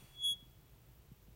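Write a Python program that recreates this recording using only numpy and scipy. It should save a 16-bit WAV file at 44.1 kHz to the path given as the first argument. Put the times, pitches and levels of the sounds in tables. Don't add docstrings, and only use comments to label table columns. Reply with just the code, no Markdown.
import sys
import numpy as np
from scipy import signal
from scipy.fft import rfft, irfft
from scipy.io import wavfile
from scipy.ndimage import uniform_filter1d

SR = 44100
rng = np.random.default_rng(int(sys.argv[2]) if len(sys.argv) > 2 else 0)


def unload_wav(signal):
    wavfile.write(
        sys.argv[1],
        SR,
        np.round(np.clip(np.atleast_2d(signal).T, -1, 1) * 32767).astype(np.int16),
    )


N = 59535
T = np.arange(N) / SR


def from_db(db):
    return 10 ** (np.asarray(db) / 20)


def in_time(rows):
    return np.interp(T, *np.transpose(rows))


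def shaped_noise(gain):
    hz = np.arange(N + 1) * SR / (2 * N)
    noise = irfft(rfft(rng.standard_normal(2 * N)) * gain(hz))[:N]
    return noise / np.sqrt(np.mean(noise ** 2) + 1e-20)


def coloured(spectrum):
    hz, db = np.transpose(spectrum)
    return shaped_noise(lambda f: from_db(np.interp(np.log(f + 1), np.log(hz), db)) * (f > 10))


def drift(width_hz):
    return shaped_noise(lambda f: 1 / (1 + (f / width_hz) ** 2))


def phase_of(hz):
    return 2 * np.pi * np.cumsum(hz) / SR


def disc_squeal():
    # time_s, level_db
    swing = [(0, -73.5), (.11, -74.5), (.2, -48.5), (.23, -41), (.252, -32.5), (.27, -33), (.305, -33.5),
             (.332, -38.5), (.357, -59), (.41, -61.5), (.465, -72), (.495, -84.5), (.68, -84.5), (.9, -103)]
    # time_s, pitch_hz
    pitch = [(0, 3367), (.2, 3360), (.25, 3355), (.295, 3351), (.32, 3341), (.334, 3325), (.347, 3348),
             (.6, 3351)]
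    # full_slip_level_db, loss_db_per_db of swing short of full stick-slip
    overtones = [(-57, 1.5), (-48.5, 3), (-56, 4.5)]
    full_slip_db = -36.5
    waver_hz, shimmer_db, waver_width_hz = 1.5, 0.24, 60
    grit_db, grit_width_hz = -71, 190
    chatter_db, chatter_s, chatter_width_s = 7.5, .318, .016

    swing_db = uniform_filter1d(in_time(swing), size=600, mode="nearest")
    phase = phase_of(in_time(pitch) + waver_hz * drift(waver_width_hz))
    shortfall_db = np.logaddexp(0, full_slip_db - swing_db)
    levels_db = [swing_db] + [db - loss * shortfall_db for db, loss in overtones]
    chatter = np.exp(-.5 * ((T - chatter_s) / chatter_width_s) ** 2)
    roughness = from_db(grit_db + chatter_db * chatter)
    out = 0
    for harmonic, db in enumerate(levels_db, 1):
        grit = harmonic * roughness * (drift(grit_width_hz) + 1j * drift(grit_width_hz))
        partial = np.real((1 + grit) * np.exp(1j * harmonic * phase))
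        out = out + from_db(db + shimmer_db * drift(waver_width_hz)) * partial
    return np.sqrt(2) * out


def pad_rub():
    # frequency_hz, relative_db
    rub_spectrum = [(30, 23), (60, 14.5), (200, -4), (500, 2.5), (900, 2), (1600, -3), (2600, 0.5),
                    (5000, -10.5), (9000, -7.5), (11000, -9.5), (16000, -9.5)]
    # centre_hz, width_hz, level_db
    brake_modes = [(2660, 150, -79), (4383, 70, -89), (4530, 25, -80.5), (5930, 150, -79.5),
                   (7020, 70, -81), (9070, 240, -74), (12300, 500, -77.5)]
    hold_s, fade_db_per_s = 0.024, 42
    scrape = from_db(-63) * coloured(rub_spectrum)
    for hz, width_hz, db in brake_modes:
        scrape = scrape + from_db(db) * shaped_noise(lambda f: 1 / (1 + 2j * (f - hz) / width_hz))
    return scrape * from_db(-fade_db_per_s * np.maximum(T - hold_s, 0))


def handling_bumps():
    # start_s, peak_db, pitch_hz
    bumps = [(.020, -54, 120), (.040, -54.5, 73), (.315, -52.5, 102), (0.355, -54.5, 74),
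             (0.423, -53.5, 120), (0.471, -62, 128), (1.114, -49, 128), (1.28, -55.5, 138),
             (1.309, -55, 90)]
    rise_s, drop_hz, drop_s = .0068, 500, .0026
    out = 0
    for start_s, db, hz in bumps:
        age_s = np.maximum(T - start_s, 0)
        cycles = hz * age_s + drop_hz * drop_s * (1 - np.exp(-age_s / drop_s))
        envelope = (age_s / rise_s * np.exp(1 - age_s / rise_s)) ** 2
        out = out + from_db(db) * envelope * np.sin(2 * np.pi * cycles)
    return out


def room_tail(source, gain_db=-33, t60_s=.55):
    tail = rng.standard_normal(N) * np.exp(-np.log(1000) * T / t60_s)
    return from_db(gain_db) * signal.fftconvolve(source, tail / np.linalg.norm(tail))[:N]


def room_tone():
    # pitch_hz, level_db
    hum_tones = [(53, -70), (120, -74)]
    # frequency_hz, relative_db
    air_spectrum = [(20, -13), (35, -13), (55, 4), (85, -4.5), (140, -1.5), (220, -15), (350, -13),
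                    (550, -19.5), (1000, -23.5), (2000, -30.5), (5000, -33.5), (16000, -38)]
    waver_db, waver_hz = 3.5, 2.56
    hum = 0
    for hz, db in hum_tones:
        amplitude = np.sqrt(2) * from_db(db + waver_db * drift(width_hz=5))
        hum = hum + amplitude * np.sin(phase_of(hz + waver_hz * drift(width_hz=9.3)))
    return hum + from_db(-64) * coloured(air_spectrum)


def microphone_hiss(level_db=-73.5):
    # frequency_hz, relative_db
    hiss_spectrum = [(1000, -5), (3000, 0.5), (5000, -8), (7500, -6.5), (10500, -11), (12500, -2),
                     (15500, -2.5)]
    return from_db(level_db) * coloured(hiss_spectrum)


def electrical_sizzle():
    # frequency_hz, relative_db
    sizzle_spectrum = [(9000, -20.5), (11000, -9), (12300, 3), (14000, -3.5), (15400, 7.5)]
    # offset_s, width_s, pull
    bunches = [(0.0198, 0.0025, 1.5), (0.0327, 0.0035, 1.3)]
    cycle_hz, threshold = 30, 1.2
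    activity = drift(width_hz=260)
    for offset_s, width_s, pull in bunches:
        apart_cycles = ((T - offset_s) * cycle_hz + .5) % 1 - .5
        activity = activity + pull * np.exp(-.5 * (apart_cycles / cycle_hz / width_s) ** 2)
    gate = .5 + .5 * np.tanh(activity - threshold)
    return from_db(-64) * gate * coloured(sizzle_spectrum)


def electrical_ticks(first_s=.1012, every_s=.1024, peak_db=-51):
    pulses = np.zeros(N)
    pulses[(np.arange(first_s, T[-1], every_s) * SR).astype(int)] = from_db(peak_db)
    return np.diff(pulses, prepend=0)


def scene():
    brake = disc_squeal() + pad_rub()
    at_microphone = brake + room_tail(brake) + handling_bumps() + room_tone()
    return (at_microphone + microphone_hiss() + electrical_sizzle() + electrical_ticks())[None]


def record(dry, cutoff_hz=15850):
    return signal.sosfilt(signal.ellip(12, .1, 70, cutoff_hz, fs=SR, output="sos"), dry)


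dry = scene()
out = record(dry)
unload_wav(out)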